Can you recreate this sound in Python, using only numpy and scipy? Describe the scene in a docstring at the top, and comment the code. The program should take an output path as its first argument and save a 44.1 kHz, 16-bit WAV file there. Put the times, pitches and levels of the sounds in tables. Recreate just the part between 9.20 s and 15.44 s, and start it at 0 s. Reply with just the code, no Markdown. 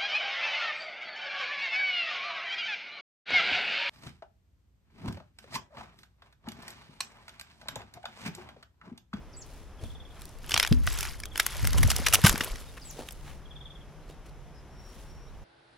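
"""A light breeze blows and small birds call; boots scuff and work clothes rustle at a log pile.
From about 1 s a split round of firewood is prised off by hand: its last fibres crack and tear,
and the block rocks, grinding bark on bark. It tumbles over the pile with hollow knocks and thuds
on the ground at 3 s, each jolt shaking a camera on the pile into a deep rumble.
Then a few last scuffs, a faint low hum comes up, and the birds trill and whistle on."""
import sys
import numpy as np
from scipy import signal
from scipy.fft import rfft, irfft, next_fast_len
from scipy.io import wavfile
from scipy.ndimage import uniform_filter1d, map_coordinates

SR = 44100
rng = np.random.default_rng(int(sys.argv[2]) if len(sys.argv) > 2 else 0)


def unload_wav(signal):
    """Save mono or channel-first audio to the path in sys.argv[1] as 16-bit WAV at rate SR, clipped to [-1, 1]."""
    wavfile.write(
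        sys.argv[1],
        SR,
        np.round(np.clip(np.atleast_2d(signal).T, -1, 1) * 32767).astype(np.int16),
    )


N = 275184


def amp(db):
    return 10 ** (np.asarray(db) / 20)


def unit_rms(x):
    return x / np.sqrt(np.mean(x ** 2) + 1e-20)


def along(points, hz):
    """Read a curve of (Hz, value) points on a log-frequency axis."""
    f, v = np.transpose(points)
    return np.interp(np.log(hz + 1), np.log(f + 1), v)


def bump(hz, centre_hz, octaves):
    """A bell of height 1 on the log-frequency axis."""
    return np.exp(-.5 * (np.log2((hz + 1) / centre_hz) / octaves) ** 2)


def fader(rows):
    """Gain that rides through (seconds, dB) points, silent outside them."""
    s, db = np.transpose(rows)
    return amp(np.interp(np.arange(N) / SR, s, db, left=-120, right=-120))


def stroke(s, hold, db, rise, t60):
    """Gain that climbs 60 dB in the rise seconds before time s, holds, then dies away."""
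    t = np.arange(N) / SR - s
    return amp(db - 60 * np.maximum(-t, 0) / rise - 60 * np.maximum(t - hold, 0) / t60)


def swells(rows):
    """Gain of bell-shaped swells, each given as centre in seconds, dB, half length in seconds."""
    t = np.arange(N) / SR
    return sum(amp(db) * np.exp(-.5 * ((t - s) / length) ** 2) for s, db, length in rows)


def wobble(rate):
    """A smooth random curve, rate knots a second."""
    knots = np.arange(0, N * rate / SR + 1, 1 / 8)
    curve = map_coordinates(rng.standard_normal(int(knots[-1]) + 4), [knots])
    return np.interp(np.arange(N) * rate / SR, knots, curve)


def grains(rate, scatter_db, t60):
    """Envelope of tiny breaks at random times and strengths, about rate a second."""
    breaks = rng.random(N) < rate / SR
    power = np.zeros(N)
    power[breaks] = amp(scatter_db * np.minimum(rng.exponential(size=N)[breaks], 3)) ** 2
    return np.sqrt(signal.lfilter([1], [1, -amp(-60 / SR / t60) ** 2], power + 1e-12))


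def even(x, size):
    """Level out the slow swells of x, over size samples."""
    return x / np.sqrt(np.abs(uniform_filter1d(np.mean(x ** 2, axis=0), size)) + 1e-12)


def tone(pitch):
    """A sine that follows a pitch in Hz."""
    return np.sin(2 * np.pi * np.cumsum(pitch) / SR)


def add(track, s, sound):
    """Mix a sound into a track from time s."""
    part = track[..., max(round(s * SR), 0):][..., :sound.shape[-1]]
    part += sound[..., :part.shape[-1]]


def filtered(x, response):
    """EQ x with a gain given as a function of Hz."""
    size = next_fast_len(N + 8192)
    return irfft(rfft(x, size) * response(np.fft.rfftfreq(size, 1 / SR)), size)[..., :N]


def causal(gain):
    """The minimum-phase response that has this gain."""
    cepstrum = irfft(np.log(np.maximum(gain, 1e-6)))
    half = len(cepstrum) // 2
    return np.exp(rfft(cepstrum * np.r_[1, np.full(half - 1, 2), 1, np.zeros(half - 1)]))


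def spread(pair, likeness, colour=np.ones_like):
    """Turn mid and side into left and right; likeness holds (Hz, left-right correlation) points."""
    def response(hz):
        correlation = np.clip(along(likeness, hz), -1, 1)
        return colour(hz) * np.sqrt([(1 + correlation) / 2, (1 - correlation) / 2])
    mid, side = filtered(pair, response)
    return np.array([mid + side, mid - side])


def rush(eq, likeness, grit=1):
    """Coloured stereo noise of rms 1; grit gathers it into grains."""
    return unit_rms(spread(grit * rng.standard_normal((2, N)), likeness, lambda hz: amp(along(eq, hz))))


# Stereo image of the wood. Each row: frequency in Hz, left-right correlation.
WOOD_IMAGE = [(200, 0.97), (1200, 1), (2500, 0.99), (4400, 0.91), (8000, 0.73), (15000, 0.25)]
# Tone of breaking fibre. Each row: frequency in Hz, gain in dB.
FIBRE_EQ = [(180, -42), (330, -16.5), (600, -8), (1040, -7), (1560, -3), (2030, -4.5), (3190, -3),
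            (4300, -7.5), (5700, -2.5), (6800, -7.5), (11000, -6), (15000, -14.5), (16500, -20.5)]
# Single fibres and bark flakes snapping. Each row: start in seconds, level in dB over 10 ms,
# splinter pitch in Hz, treble trim in dB.
SNAPS = [(1.01, -55, 2500, 0), (1.091, -55.5, 5500, 4), (1.243, -49.5, 1800, -19), (1.2941, -37, 1130, -3),
         (1.3084, -33, 3360, -9), (1.318, -27.5, 3000, -17), (1.3412, -20, 4440, -12.5),
         (1.3572, -35, 3000, -16), (1.3627, -25.5, 2600, -39), (1.3762, -22, 3380, -9.5),
         (1.3981, -19, 2900, -13.5), (1.4075, -33, 2500, -26), (1.4283, -24.5, 3080, -4),
         (1.4485, -28, 1660, -18), (1.464, -36, 3120, -8), (1.4738, -32, 1160, -9),
         (1.5252, -31, 3180, -14.5), (1.667, -35, 4940, 12), (1.6735, -26.5, 2480, -26),
         (1.787, -34.5, 5300, -4), (1.807, -31.5, 2630, 4), (1.8287, -33.5, 3220, -4),
         (1.8517, -35.5, 1820, -8.5), (2.001, -41.5, 5200, 4), (2.035, -37.5, 1960, -14),
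         (2.055, -40, 4130, 1), (2.157, -34, 1490, -20), (2.1768, -30.5, 1900, 3), (2.2644, -24, 1820, 2.5),
         (2.4447, -36.5, 1850, -6), (2.451, -34, 1200, -5), (2.472, -27.5, 1930, 8),
         (2.531, -33.5, 5000, 0), (2.6747, -36, 6500, 3), (2.715, -27.5, 1550, -8), (2.763, -27, 5640, 5),
         (2.783, -39.5, 5000, 0), (2.884, -26, 5400, -3), (2.9263, -27, 2380, -6),
         (2.954, -21.5, 2298, -6.5), (3.0806, -26, 892, 4), (3.0945, -20.5, 1200, -0.5),
         (3.157, -33, 1220, -25), (3.178, -35.5, 1950, 6), (3.2445, -33.5, 1730, 18),
         (3.357, -43.5, 1464, -9), (3.71, -49, 5850, 18), (3.887, -40.5, 2020, -7), (3.908, -47, 5800, 7),
         (3.9222, -48, 12000, 13)]
# Bundles of fibres tearing or being crushed. Each row: start in seconds, level in dB over 10 ms,
# length in seconds, splinter pitch in Hz, treble trim in dB.
TEARS = [(1.427, -27, 0.019, 3470.0, -22), (2.1975, -18.5, 0.0035, 1625, -8.5),
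         (2.576, -29.5, 0.016, 1260, -4.5), (2.629, -24.5, 0.0065, 1730, 0),
         (2.7014, -22, 0.0053, 4730, -1), (2.864, -18.5, 0.0081, 2575, -8.5),
         (2.935, -14.5, 0.0076, 1560, 5.5), (2.9435, -16, 0.0043, 2945, 1.5),
         (3.0384, -26, 0.0041, 1550.0, -3), (3.046, -18, 0.011, 895, -8.5), (3.061, -13.5, 0.016, 1730, -5),
         (3.207, -25, .005, 1145, -19)]


def cracks(snap_s=.0018, snap_t60=.015, tear_t60=.03, strain_t60=.02, hard_above_db=-28):
    """A fibre crackles under strain, lets go with a snap, tears on and rings its splinter."""
    size, lead = 4096, 400
    t = (np.arange(size) - lead) / SR
    hz = np.fft.rfftfreq(size, 1 / SR) + 1
    track = np.zeros((2, N))
    strain = amp(-17 - 60 * np.abs(t) / strain_t60)
    snaps = [(s, db, snap_s, pitch, treble_db, snap_t60) for s, db, pitch, treble_db in SNAPS]
    tears = [(*row, tear_t60) for row in TEARS]
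    for s, db, length, pitch, treble_db, t60 in snaps + tears:
        tear = amp(-60 * np.maximum(t - length / 2, 0) / t60) * np.clip(t / (length / 2), .55, 1)
        force = rng.standard_normal((2, size)) * np.where(t < 0, strain, tear)
        # a strong single fibre lets go hardest; a bundle gives way gradually
        sharpness = amp(.5 * max(db - hard_above_db, 0)) * snap_s / length
        force[0, lead + int(length * SR / 2)] += 6 * sharpness
        # the wood around the break rings on, duller than the break itself
        tail = rng.standard_normal((2, size)) * (t > 0) * amp(-24 - 60 * np.abs(t) / .12)
        spectrum = rfft(force) + rfft(tail) / (1 + 1j * hz / 4000)
        # each splinter has one main resonance and its own narrow side modes
        modes_db = 3 * map_coordinates(rng.standard_normal(128), [hz / 190])
        splinter_db = 6 * bump(hz, pitch, octaves=.54) + modes_db
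        shelf_db = (treble_db + 5) / (1 + (6800 / hz) ** 4)
        sound = irfft(spectrum * causal(amp(along(FIBRE_EQ, hz) + splinter_db + shelf_db)))
        rms_10ms = np.sqrt(np.sum(sound ** 2, axis=1, keepdims=True) / (.01 * SR))
        add(track, s + t[0], amp(db) * sound / rms_10ms)
    return spread(track, WOOD_IMAGE)


# Modes of the block on the pile. Each row: frequency in Hz, relative level in dB, t60 in seconds.
BLOCK_MODES = [(90, -7.5, 0.47), (131, -3, 0.14), (213.5, -1.5, 0.19), (289.3, -3, 0.093),
               (451.4, -13, 0.11)]
# Heavy blows of block and boots. Each row: time in seconds, level in dB, pitch of the push in Hz,
# ring in dB relative to the push, level of the camera shake in dB.
THUDS = [(.636, -29, 90.4, -11, -41.5), (1.345, -29.5, 88, -14, -36.5), (1.517, -9.5, 149, -11, -20.5),
         (2.435, -25.5, 89, -13, -32), (2.647, -18.5, 100, -17.5, -31), (2.801, -27, 233, -15.5, -45),
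         (2.94, -26.5, 80, -10, -36), (3.0465, -3.5, 132.4, -19, -35), (3.105, -22.5, 35, -21, -42),
         (3.143, -23, 250, -16, -50), (3.211, -24.5, 280, -23, -50), (3.323, -25, 32.3, -19, -43),
         (3.792, -27, 473, -16, -66)]


def thuds(lead_s=.036):
    """A heavy blow pushes the air once; then the block rings dully on the pile."""
    track, t = np.zeros(N), np.arange(SR // 2) / SR - lead_s
    for s, db, push_hz, ring_db, _ in THUDS:
        phase = 2 * np.pi * push_hz * t
        push = -np.sin(phase) * np.exp(-(phase / np.pi) ** 2)
        ring_time = np.maximum(t - .5 / push_hz, 0)
        ring = 0
        for hz, mode_db, t60 in BLOCK_MODES:
            decay = amp(mode_db + rng.normal(0, 1.7) - 60 * ring_time / t60)
            ring += decay * np.sin(2 * np.pi * hz * rng.normal(1, .081) * ring_time)
        add(track, s - lead_s, amp(db) * (push + amp(ring_db) * ring))
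    return track


def crumbs():
    """Bark crumbs of many sizes break independently, each size ticking in its own narrow band."""
    ticks = 0
    for pitch in np.geomspace(400, 11000, 9):
        breaks = grains(rate=560, scatter_db=4.4, t60=.02) * rng.standard_normal(N)
        ticks += filtered(breaks, lambda hz: bump(hz, pitch, octaves=.3))
    return np.array([ticks, np.roll(ticks, N // 2)])  # two unrelated streams for mid and side


# Tone of grinding bark, and of bright flakes and chips. Each row: frequency in Hz, gain in dB.
BARK_EQ = [(150, -18.5), (280, -1.5), (600, -10.5), (1300, -2), (2700, -4), (4400, -8), (5600, -6.5),
           (8800, -15), (11500, -9.5), (13500, -27.5), (15200, -14.5), (16500, -30.5)]
FLAKE_EQ = [(400, -31), (1500, -10.5), (3500, 0), (5500, -2), (8500, -1.5), (11000, 0), (13500, -6),
            (15200, -6), (16500, -21.5)]
# Bark rubbing on bark as the block is pulled, rocked, tipped and lands.
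# Each row: start of the hold in seconds, hold in seconds, relative level in dB, t60 in seconds.
SCRAPES = [(1.32, 0.095, -39, 0.76), (1.694, 0.18, -38, 0.43), (2.193, .1, -43, .3),
           (2.292, 0.45, -39.5, 0.35), (2.614, 0.64, -38.5, 0.7), (3.074, 0.018, -28, 0.37)]


def scraping(rub_db=-3, flake_db=-8):
    """Bark grinds in gritty ticks while the block moves, and sheds sparse bright flakes."""
    rub = even(spread(crumbs(), WOOD_IMAGE, lambda hz: amp(along(BARK_EQ, hz))), size=2600)
    flakes = even(rush(FLAKE_EQ, WOOD_IMAGE, grains(rate=110, scatter_db=4, t60=.0041)), size=7000)
    motion = np.max([stroke(s, hold, db, rise=.29, t60=t60) for s, hold, db, t60 in SCRAPES], axis=0)
    return motion * (amp(rub_db) * rub + amp(flake_db) * flakes)


# Tone of the rumbling pile, and of the block's hollow body. Each row: frequency in Hz, gain in dB.
PILE_EQ = [(24, -37.5), (45, 3), (95, 4.5), (160, -10.5), (230, -10.5), (400, -25), (900, -34.5),
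           (2000, -85.5)]
KNOCK_EQ = [(200, -26), (420, 3.5), (600, 4), (830, 0), (1200, 0), (2500, -30)]
# Fader ride of the block rolling over the pile. Each row: time in seconds, relative level in dB.
ROLL_RIDE = [(2.33, -46), (2.42, -34), (2.44, -26.5), (2.52, -31), (2.58, -22), (2.65, -21.5), (2.73, -34),
             (2.85, -37.5), (3.02, -42)]


def rolling(rumble_db=-6, knock_db=-45):
    """The block bumps over the pile with a low rumble and hollow knocks until it lies still."""
    rumble = amp(rumble_db) * fader(ROLL_RIDE) * even(rush(PILE_EQ, [(100, .65)]), size=2000)
    knocks = even(rush(KNOCK_EQ, WOOD_IMAGE, grains(rate=49, scatter_db=7, t60=.039)), size=6000)
    tumble = stroke(s=2.547, hold=.7, db=knock_db, rise=1.1, t60=.55)
    return rumble + knocks * tumble


# Sub-heavy tone of the camera rocking on its seat. Each row: frequency in Hz, gain in dB.
SHAKE_EQ = [(12, -22.5), (35, -6.5), (52, 1.5), (75, -11), (110, -19), (200, -33.5), (500, -61.5),
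            (1500, -120)]


def camera_shake(roll_db=3.5):
    """Blows and the rolling block rock the camera, pressing its two microphones in opposite senses."""
    jolts = [stroke(s, hold=.04, db=db, rise=.067, t60=1) for s, *_, db in THUDS]
    sway = np.max(jolts + [amp(roll_db) * fader(ROLL_RIDE)], axis=0)
    return sway * even(rush(SHAKE_EQ, [(65, -.89), (200, .227)]), size=1500)


# Tone of rubbing workwear. Each row: frequency in Hz, gain in dB.
CLOTH_EQ = [(60, -19), (200, -0.5), (500, 5.5), (1500, 4.5), (3000, 9), (5500, 7.5), (8500, 5.5),
            (11000, 8), (13500, -4), (15500, 1.5), (17000, -11)]
# Boots and gloves scuffing. Each row: centre in seconds, level in dB, half length in seconds,
# body pitch in Hz.
SCUFFS = [(0.633, -45, 0.012, 364), (1.003, -53.5, 0.028, 1300), (3.576, -45.5, 0.0055, 1360),
          (3.807, -45, 0.028, 530), (4.089, -49.5, 0.024, 1460), (4.903, -53.5, 0.025, 350),
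          (5.08, -53, 0.017, 302)]


def scuffs(body_db=15, size=8192):
    """A sole or glove grinds briefly: a swell of grit with a dull body."""
    t, hz = (np.arange(size) - size / 2) / SR, np.fft.rfftfreq(size, 1 / SR)
    grit = grains(rate=2200, scatter_db=11, t60=.03) * rng.standard_normal((2, N))
    track = np.zeros((2, N))
    for s, db, length, pitch in SCUFFS:
        body = body_db * bump(hz, pitch, octaves=.88)
        colour = amp(along(CLOTH_EQ, hz) + body) / np.sqrt(1 + hz / pitch)
        grind = grit[:, round(s * SR):][:, :size]
        sound = unit_rms(irfft(rfft(grind, size) * colour))
        add(track, s + t[0], amp(db) * sound * np.exp(-.5 * (t / length) ** 2))
    return spread(track, WOOD_IMAGE)


# Moves of the legs. Each row: centre in seconds, relative level in dB, half length in seconds.
SWISHES = [(.34, -63, 0.1), (.68, -62.5, 0.05), (1.05, -61.5, 0.1), (3.45, -61.5, 0.23), (3.8, -58.5, 0.12),
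           (4.09, -61.5, 0.066), (5.77, -62.5, 0.11)]


def rustling(cloth_db=3, chip_db=-4):
    """With each move stiff trousers swish and a few wood chips tick underfoot."""
    cloth_image = [(1000, .9), (4000, .73), (10000, -.34)]
    cloth = rush(CLOTH_EQ, cloth_image, grains(rate=1800, scatter_db=-3, t60=.0097))
    chips = rush(FLAKE_EQ, WOOD_IMAGE, grains(rate=18, scatter_db=6.5, t60=.012))
    return swells(SWISHES) * (amp(cloth_db) * cloth + amp(chip_db) * chips)


# A trilling bird. Each row: middle of the run in seconds, note spacing in seconds, mid-run level in dB.
TRILLS = [(0.78, .0495, -49), (2.245, .048, -43.5), (4.436, .0472, -43)]


def bird_trills(note_hz=3440, fall_hz_per_s=40000, width_s=.003, count=8):
    """Runs of quickly falling notes; the first and last are softer, lower and further apart."""
    track, t = np.zeros(N), np.arange(-SR // 20, SR // 20) / SR
    tremor = 1 + .006 * wobble(600)
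    fall_hz = np.clip(fall_hz_per_s * t, -190, 520)
    for s, spacing, db in TRILLS:
        for place in np.linspace(-1, 1, count):
            start = s + place * spacing * (count - 1) / 2 + .012 * place ** 3 + t[0]
            edge = np.abs(place) ** 3  # 0 in mid-run, 1 at either end
            pitch = note_hz * rng.normal(1, .0079) - 130 * edge - fall_hz
            note_db = db + rng.normal(0, 1) - 8 * edge - 1.5 * place
            note = tone(pitch * tremor[round(start * SR):][:len(t)])
            add(track, start, amp(note_db) / np.cosh(t / width_s) * note)
    return track


# A high call in two syllables, a falling chirp and then an arch.
# Each row of a syllable: seconds into the call, pitch in Hz, relative level in dB.
CALL_SYLLABLES = [
    [(0, 6800, -13), (.01, 5000, -1), (.03, 4270, -16)],
    [(.034, 6200, -19), (.043, 7740, 0), (.058, 7840, -4), (.085, 7140, -6), (.094, 6160, 4.5),
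     (.104, 4540, -10)],
]
# Cues for that call. Each row: start in seconds, level in dB.
HIGH_CALLS = [(0.128, -49.5), (1.682, -50), (3.611, -46.5)]


def bird_calls(buzz=.085, full_buzz_hz_per_s=66000, flutter_db=2):
    """Nearly pure syllables that buzz where they glide fast."""
    track = np.zeros(N)
    tremor, flutter = wobble(500), amp(flutter_db * wobble(33.27))
    for start, call_db in HIGH_CALLS:
        for syllable in CALL_SYLLABLES:
            s, hz, db = np.transpose(syllable)
            t = np.arange(s[0], s[-1], 1 / SR)
            now = round((start + s[0]) * SR) + np.arange(len(t))
            pitch = np.interp(t, s, hz)
            glide = np.minimum(np.abs(np.gradient(pitch)) * SR / full_buzz_hz_per_s, 1)
            voice = tone(pitch * (1 + buzz * glide ** 2 * tremor[now]))
            envelope = amp(call_db + np.interp(t, s, db)) * signal.windows.tukey(len(t), .1)
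            add(track, start + s[0], envelope * flutter[now] * voice)
    return track


# Birds further off. Each row: start in seconds, length in seconds, centre pitch in Hz, level in dB,
# glide in Hz per second.
WHISTLES = [(3.473, 0.029, 3720, -57, -4000), (4.805, 0.038, 4000, -71, 12000),
            (4.895, 0.033, 3740, -66, 7000), (5.34, 0.07, 5120, -67, -2000), (5.489, 0.28, 5580, -66, 0),
            (5.842, 0.27, 5590, -68.5, 300), (6.065, 0.046, 3900, -71, 8000)]


def bird_whistles(waver=.004, flutter_db=4.5):
    """Thin notes that glide and waver in pitch and strength."""
    track = np.zeros(N)
    drift, flutter = 1 + waver * wobble(220), amp(flutter_db * wobble(35))
    for s, length, hz, db, glide in WHISTLES:
        now = np.arange(round(s * SR), min(round((s + length) * SR), N))
        pitch = (hz + glide * (now - now.mean()) / SR) * drift[now]
        envelope = amp(db) * unit_rms(flutter[now]) * signal.windows.tukey(len(now), .3)
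        add(track, s, envelope * tone(pitch))
    return track


# Tone of the open air, and of wind buffeting the microphones. Each row: frequency in Hz, gain in dB.
AIR_EQ = [(12, -28), (25, 5), (45, 3), (70, -2.5), (100, -9.5), (150, -9.5), (205, -13.5), (485, -17.5),
          (870, -20.5), (3500, -33.5), (4400, -38.5), (5500, -34.5), (8600, -44), (11000, -40.5),
          (16000, -58)]
BUFFET_EQ = [(20, 4.5), (50, 0.5), (110, -3.5), (200, -20), (500, -51)]
# Stereo image of the air. Each row: frequency in Hz, left-right correlation.
AIR_IMAGE = [(25, -0.29), (60, 1), (125, 1), (1000, 0.96), (4000, 0.73), (7000, -0.078), (11000, -0.19)]
# Puffs of wind. Each row: centre in seconds, level in dB, half length in seconds.
PUFFS = [(.4, -58, 0.45), (1.25, -47, 0.12), (2.1, -46.5, 0.37), (4.1, -46.5, 0.12), (6.15, -50.5, 0.083)]


def breeze(air_db=-47.5):
    """A bed of open-air murmur, with puffs of wind on the microphones."""
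    air = amp(air_db + .282 * wobble(3.8)) * rush(AIR_EQ, AIR_IMAGE)
    puffs = swells(PUFFS) * rush(BUFFET_EQ, [(60, .2)])
    return air + puffs


# Tone of the hum, peaking near 146 Hz. Each row: frequency in Hz, gain in dB.
HUM_EQ = [(110, -48), (138, -3), (146, -2.5), (154, -3), (190, -43), (400, -120)]


def low_hum():
    """A faint, narrow band of low noise fades up and stays."""
    return stroke(s=3.9, hold=N / SR, db=-58, rise=4, t60=1) * rush(HUM_EQ, [(150, .99)])


# Decay of the yard's reverb. Each row: frequency in Hz, t60 in seconds.
YARD_DECAY = [(150, 0.42), (1500, 0.089), (5000, 0.15), (14000, 0.04)]


def yard_reverb(send):
    """Logs and trees scatter a thin tail, different at each ear."""
    hz, t, noise = signal.stft(rng.standard_normal((2, SR // 2)), SR, nperseg=256)
    decay = amp(-60 * t / along(YARD_DECAY, hz)[:, None])
    tail = signal.istft(noise * decay, SR, nperseg=256)[1]
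    return signal.fftconvolve(send[None], tail / np.linalg.norm(tail[0]), axes=1)[:, :N]


def scene():
    """Wood close by, birds further off and so wetter, all over the breeze."""
    wood = cracks() + scraping() + thuds() + scuffs()
    birds = bird_trills() + bird_calls() + bird_whistles()
    reverb = yard_reverb(amp(-20) * wood.mean(axis=0) + amp(-2.5) * birds)
    mix = wood + birds + reverb + rolling() + camera_shake() + rustling() + breeze() + low_hum()
    return amp([[.29], [-.29]]) * mix  # the left microphone is a touch louder


def record(dry, ceiling=.85, top_hz=16100):
    """A soft clip rounds off the highest peaks; a steep low-pass cuts the very top."""
    rounded = dry / (1 + np.abs(dry / ceiling) ** 6) ** (1 / 6)
    return filtered(rounded, lambda hz: 1 / (1 + (hz / top_hz) ** 120))


dry = scene()
out = record(dry)
unload_wav(out)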